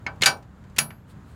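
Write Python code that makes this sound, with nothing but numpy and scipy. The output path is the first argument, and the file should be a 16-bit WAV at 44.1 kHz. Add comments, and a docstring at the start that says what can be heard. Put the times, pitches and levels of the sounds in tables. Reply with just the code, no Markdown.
"""Outdoors, one microphone close to a rusty steel hitch part that carries a heavy chain.
A hand works it: a dull knock, a rattle that ends in a full clank, then a hard snap that leaves
a small pin ringing high. Each blow of steel on steel cracks at the contact and sets hitch, link,
pin and frame ringing. Light chain ticks fall in between and the hand rubs faintly at the end,
all over a low open-air rumble."""
import sys
import numpy as np
from scipy.fft import rfft, irfft, next_fast_len
from scipy.io import wavfile
from scipy.ndimage import map_coordinates

SR = 44100
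rng = np.random.default_rng(int(sys.argv[2]) if len(sys.argv) > 2 else 0)


def materialize(psi):
    """Save the field psi as 16-bit PCM at rate SR to the path in sys.argv[1].

    A 1-D psi becomes a single channel; in a 2-D psi each row is a channel.
    """
    bounded = np.clip(np.atleast_2d(psi).T, -1, 1)
    quanta = np.round(bounded * 32767).astype(np.int16)
    wavfile.write(sys.argv[1], SR, quanta)


N = 59535

# Steel on steel. Each row: start in seconds, crack level in dB, crack cut-off in Hz, dense ring in dB,
# hitch cut-off in Hz, then levels in dB of the strong hitch modes, the link, the pin and the frame.
BLOWS = [(0.0652, -20, 1670, -23, 1550, -26.5, -21, -76, -47),
         (0.2188, -18.5, 11100, -40.5, 11850, -50, -47, -58, -42.5),
         (0.222, -11, 4500, -19.5, 4800, -54, -15, -64.5, -49),
         (0.235, -11, 5000, -19.5, 9184, -47, -22, -68, -42.5),
         (0.2582, -13, 9000, -10, 11880, -12.5, -43.5, -54.5, -31),
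         (0.7838, -11.5, 13000, -38.5, 11780, -40.5, -44, -36, -47),
         (0.7868, -8.5, 11000, -20.5, 11000, -31, -36, -19.5, -28)]
# The harder contacts bark briefly, at a pitch set by where they land.
# Each row: start in seconds, pitch in Hz, level in dB, t60 in seconds.
BARKS = [(0.064, 900, -22.5, 0.011), (0.2224, 4190, -13.5, 0.048), (0.2336, 2950, -9.5, .018),
         (0.2591, 3900, -7, 0.018), (0.7871, 608, -23, 0.018), (0.7881, 2650, -5, 0.012),
         (0.905, 2216, -37.5, .03)]
# Light touches of the chain. Each row: start in seconds, level in dB, cut-off in Hz.
TICKS = [(.158, -62.5, 14000), (0.2112, -32.5, 3975), (0.3698, -54, 12000), (0.4253, -54, 7000),
         (.6395, -56, 5000), (0.698, -58.5, 7000), (0.763, -39, 12000), (0.7666, -34.5, 4000),
         (0.9058, -35.5, 2065)]
# The crack of a contact. Each row: frequency in Hz, relative noise density in dB.
CRACK_SPECTRUM = [(30, -32.5), (150, -13.5), (380, -9), (600, -7.5), (800, -15.5), (1050, -6), (1250, -14),
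                  (1950, -2.5), (2200, -1), (2600, -5.5), (3400, -3), (4500, -9), (7000, -4.5), (9500, -8),
                  (13500, -11), (15500, -11.5)]
# The hitch's strong modes. List by list: pitch in Hz, relative level in dB, t60 in seconds.
HITCH_HZ = [592, 785, 989, 1135, 1224, 1494, 1539, 1660, 2248, 2312, 3095, 3235, 3770, 4360, 4744, 5612,
            6724, 7190, 9272, 11700, 14308]
HITCH_DB = [-20, -11, -14, -17, -20, -5, -1, -13, -11, -2, -11, -10, -9, -13, 3, -7, -9, -8, -12, -12, -27]
HITCH_T60 = [.17, .24, .24, .2, .18, .16, .16, .12, .12, .15, .09, .09, .11, .13, .12, .15, .095, .075, .17,
             .12, .29]
# The hitch's many weak modes, its dense ring. Each row: frequency in Hz, relative level in dB.
DENSE_LEVELS = [(250, -17.5), (400, -13), (700, -8.5), (1150, -4.5), (1750, 4), (2050, -3), (2300, 3),
                (3200, -2.5), (3550, -8.5), (4150, 1), (5300, -6.5), (7000, 0.5), (8300, -7.5),
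                (10000, -2.5), (13000, -11.5), (16000, -21.5)]
# Their decay. Each row: frequency in Hz, t60 in seconds.
DENSE_T60 = [(250, 0.36), (800, 0.31), (2000, 0.11), (4000, 0.14), (8000, .1), (15000, 0.11)]
# A link damped by its neighbours. List by list: pitch in Hz, relative level in dB, t60 in seconds.
LINK_HZ = [2175, 3230, 4020, 4198, 5125, 6450]
LINK_DB = [0.5, -14, -15, -13.5, -17, -20.5]
LINK_T60 = [.055, .035, .028, .036, .05, .04]
# The small pin's modes. List by list: pitch in Hz, relative level in dB, t60 in seconds.
PIN_HZ = [2300, 4740, 5595, 5788, 6718, 9281, 9489, 10103, 11701, 12203, 14308, 15573]
PIN_DB = [-11, -33.5, -9, -13, -9, -8, -2, -1.5, -11, -13, -21, -16.5]
PIN_T60 = [.12, .32, .08, .13, .1, .15, .075, .19, .08, .33, .22, .17]
# The frame behind the hitch. Each row: pitch in Hz, relative level in dB, t60 in seconds.
FRAME_MODES = [(99, -8.5, 0.067), (140.6, 6, 0.23), (168.8, -3.5, 0.39), (222.2, -7.5, 0.39)]
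# The hand pushes just before the parts meet. Each row: start in seconds, level in dB.
PUSHES = [(0.2095, -20), (0.776, -29.5)]
# Skin sliding on rust. Each row: middle in seconds, half length in seconds, level in dB.
RUBS = [(1.106, 0.023, -60.5), (1.309, 0.056, -66.5)]
# The hiss of a rub. Each row: frequency in Hz, relative noise density in dB.
RUB_SPECTRUM = [(500, -11), (1500, -3.5), (4000, 0.5), (6000, -10), (8000, -3), (15000, -13)]
# The open air around the microphone. Each row: frequency in Hz, relative noise density in dB.
AIR_SPECTRUM = [(15, -50), (25, -23.5), (60, -7.5), (90, -3.5), (130, -8), (185, -9.5), (240, -16),
                (370, -25), (650, -28.5), (1450, -29.5), (2300, -41), (4500, -49.5), (5800, -53.5),
                (7000, -48.5), (8500, -56.5), (12500, -59), (16000, -61.5)]
# Its slow drift. Each row: time in seconds, level change in dB.
AIR_DRIFT = [(0, 0), (.2, 1.5), (.45, -3.5), (.65, -1), (.87, -0.5), (1.04, -4.5), (1.14, 0.5),
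             (1.35, -0.5)]

ATTACK_S, MODE_SCATTER_DB = 0.00046, 0.8
DENSE_LOW_HZ, DENSE_HIGH_HZ, DENSE_SCATTER_DB = 250, 16000, 4
AIR_DB, RUMBLE_TOP_HZ, WOBBLE_DB, WOBBLES_PER_S = -44.5, 120, 0.5, 38


def clanks(dense):
    """Close up, each blow cracks, rings hitch, link and pin in its own proportion and shakes the frame."""
    out = np.zeros(N)
    for start, crack_db, crack_hz, dense_db, cut_hz, hitch_db, link_db, pin_db, frame_db in BLOWS:
        contact = amp(crack_db) * crack(crack_hz)
        body = hitch(dense, dense_db, hitch_db, cut_hz)
        link = amp(link_db) * ring(LINK_HZ, LINK_DB, LINK_T60)
        pin = amp(pin_db) * ring(PIN_HZ, PIN_DB, PIN_T60)
        thud = amp(frame_db) * ring(*np.transpose(FRAME_MODES), build_cycles=4.3)
        add(out, start, contact + body + link + pin + thud)
    for start, hz, db, t60 in BARKS:
        add(out, start, ring([hz], [db], [t60]))
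    return out


def crack(cut_hz):
    """The short burst at the point of contact; a softer contact loses its treble."""
    t = np.arange(N) / SR
    return noise(CRACK_SPECTRUM, cut_hz) * fade(t, t60=0.025, attack_s=ATTACK_S)


def hitch(dense, dense_db, modes_db, cut_hz):
    """The hitch answers one contact with its weak and its strong modes."""
    weak = filtered(dense, lambda hz: lowpass(hz, cut_hz))
    strong = ring(HITCH_HZ, HITCH_DB, HITCH_T60, cut_hz, build_cycles=3.7)
    return amp(dense_db) * weak + amp(modes_db) * strong


def dense_ring(count=340):
    """Crowded weak modes of the rusty steel, uneven in strength; the low ones last longest."""
    place = (np.arange(count) + rng.random(count)) / count
    hz = (np.sqrt(DENSE_LOW_HZ) + place * (np.sqrt(DENSE_HIGH_HZ) - np.sqrt(DENSE_LOW_HZ))) ** 2
    db = along(DENSE_LEVELS, hz) - DENSE_SCATTER_DB * rng.exponential(size=count)
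    modes = ring(hz, db, along(DENSE_T60, hz), build_cycles=5.9, phase=rng.random((count, 1)))
    return modes / np.sqrt(np.sum(amp(db) ** 2) / 2)


def ring(hz, db, t60, cut_hz=np.inf, build_cycles=0, phase=0):
    """Struck modes build up and die away, their levels a little different at each blow."""
    hz, db, t60 = (np.asarray(v, float)[:, None] for v in (hz, db, t60))
    t = np.arange(SR // 2) / SR
    gain = amp(db + MODE_SCATTER_DB * rng.standard_normal(hz.shape)) * lowpass(hz, cut_hz)
    envelope = fade(t, t60, ATTACK_S + build_cycles / hz)
    partials = gain * envelope * np.sin(2 * np.pi * (hz * t + phase))
    return np.pad(partials.sum(0), (0, N - len(t)))


def chain_ticks(dense):
    """Light touches of the chain barely wake the hitch."""
    out = np.zeros(N)
    for start, db, cut_hz in TICKS:
        tick = crack(cut_hz) + hitch(dense, dense_db=-6, modes_db=-16, cut_hz=cut_hz)
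        add(out, start, amp(db) * tick)
    return out


def hand_pushes():
    """A soft low bump as the hand takes the weight."""
    out = np.zeros(N)
    for start, db in PUSHES:
        add(out, start, ring(hz=[150], db=[db], t60=[0.05], build_cycles=0.4))
    return out


def hand_rubs():
    """Near the microphone the hand shifts its grip, and skin hisses faintly on rust."""
    t = np.arange(N) / SR
    swells = sum(amp(db) * np.exp(-((t - middle) / half) ** 2) for middle, half, db in RUBS)
    return noise(RUB_SPECTRUM) * swells


def open_air():
    """Behind it all, a low rumble that wavers and a little hiss; both drift slowly."""
    t = np.arange(N) / SR
    air = noise(AIR_SPECTRUM)
    rumble = filtered(air, lambda hz: lowpass(hz, RUMBLE_TOP_HZ))
    wobble = map_coordinates(rng.standard_normal(size=128), [t * WOBBLES_PER_S])
    air = unit(air + rumble * (amp(WOBBLE_DB * wobble) - 1))
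    drift_db = np.interp(t, *np.transpose(AIR_DRIFT))
    return amp(AIR_DB + drift_db) * air


def noise(spectrum, cut_hz=np.inf):
    """Coloured noise of rms 1."""
    white = rng.standard_normal(N)
    return unit(filtered(white, lambda hz: amp(along(spectrum, hz)) * lowpass(hz, cut_hz)))


def fade(t, t60, attack_s):
    """A quick rise and a decay of 60 dB in t60 seconds."""
    return np.exp(-np.log(1000) * t / t60) * (1 - np.exp(-t / attack_s))


def lowpass(hz, cut_hz, order=2.5):
    """Gain that falls by 6 dB an octave per order above the cut-off."""
    return 1 / np.sqrt(1 + (hz / cut_hz) ** (2 * order))


def filtered(x, response):
    """Shape a sound by a gain that depends on frequency."""
    size = next_fast_len(len(x) + 8192)
    hz = np.fft.rfftfreq(size, 1 / SR)
    return irfft(rfft(x, size) * response(hz), size)[:len(x)]


def along(points, hz):
    """Read a curve on a log frequency axis."""
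    point_hz, values = np.transpose(points)
    return np.interp(np.log(hz + 1), np.log(point_hz + 1), values)


def add(track, start, sound):
    """Lay a sound into the track at a start in seconds."""
    i = round(start * SR)
    track[i:] += sound[:N - i]


def amp(db):
    """Decibels to amplitude."""
    return 10 ** (np.asarray(db) / 20)


def unit(x):
    """Scale to rms 1."""
    return x / np.sqrt(np.mean(x ** 2) + 1e-20)


def scene():
    """Hitch, chain and hand up close, the open air behind, in mono."""
    dense = dense_ring()
    return (clanks(dense) + chain_ticks(dense) + hand_pushes() + hand_rubs() + open_air())[None]


def record(dry):
    """At the microphone the loudest peaks are rounded off and the very top is cut steeply."""
    rounded = dry[0] / (1 + dry[0] ** 6) ** (1 / 6)
    return filtered(rounded, lambda hz: lowpass(hz, cut_hz=16000, order=80))[None]


dry = scene()
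out = record(dry)
materialize(out)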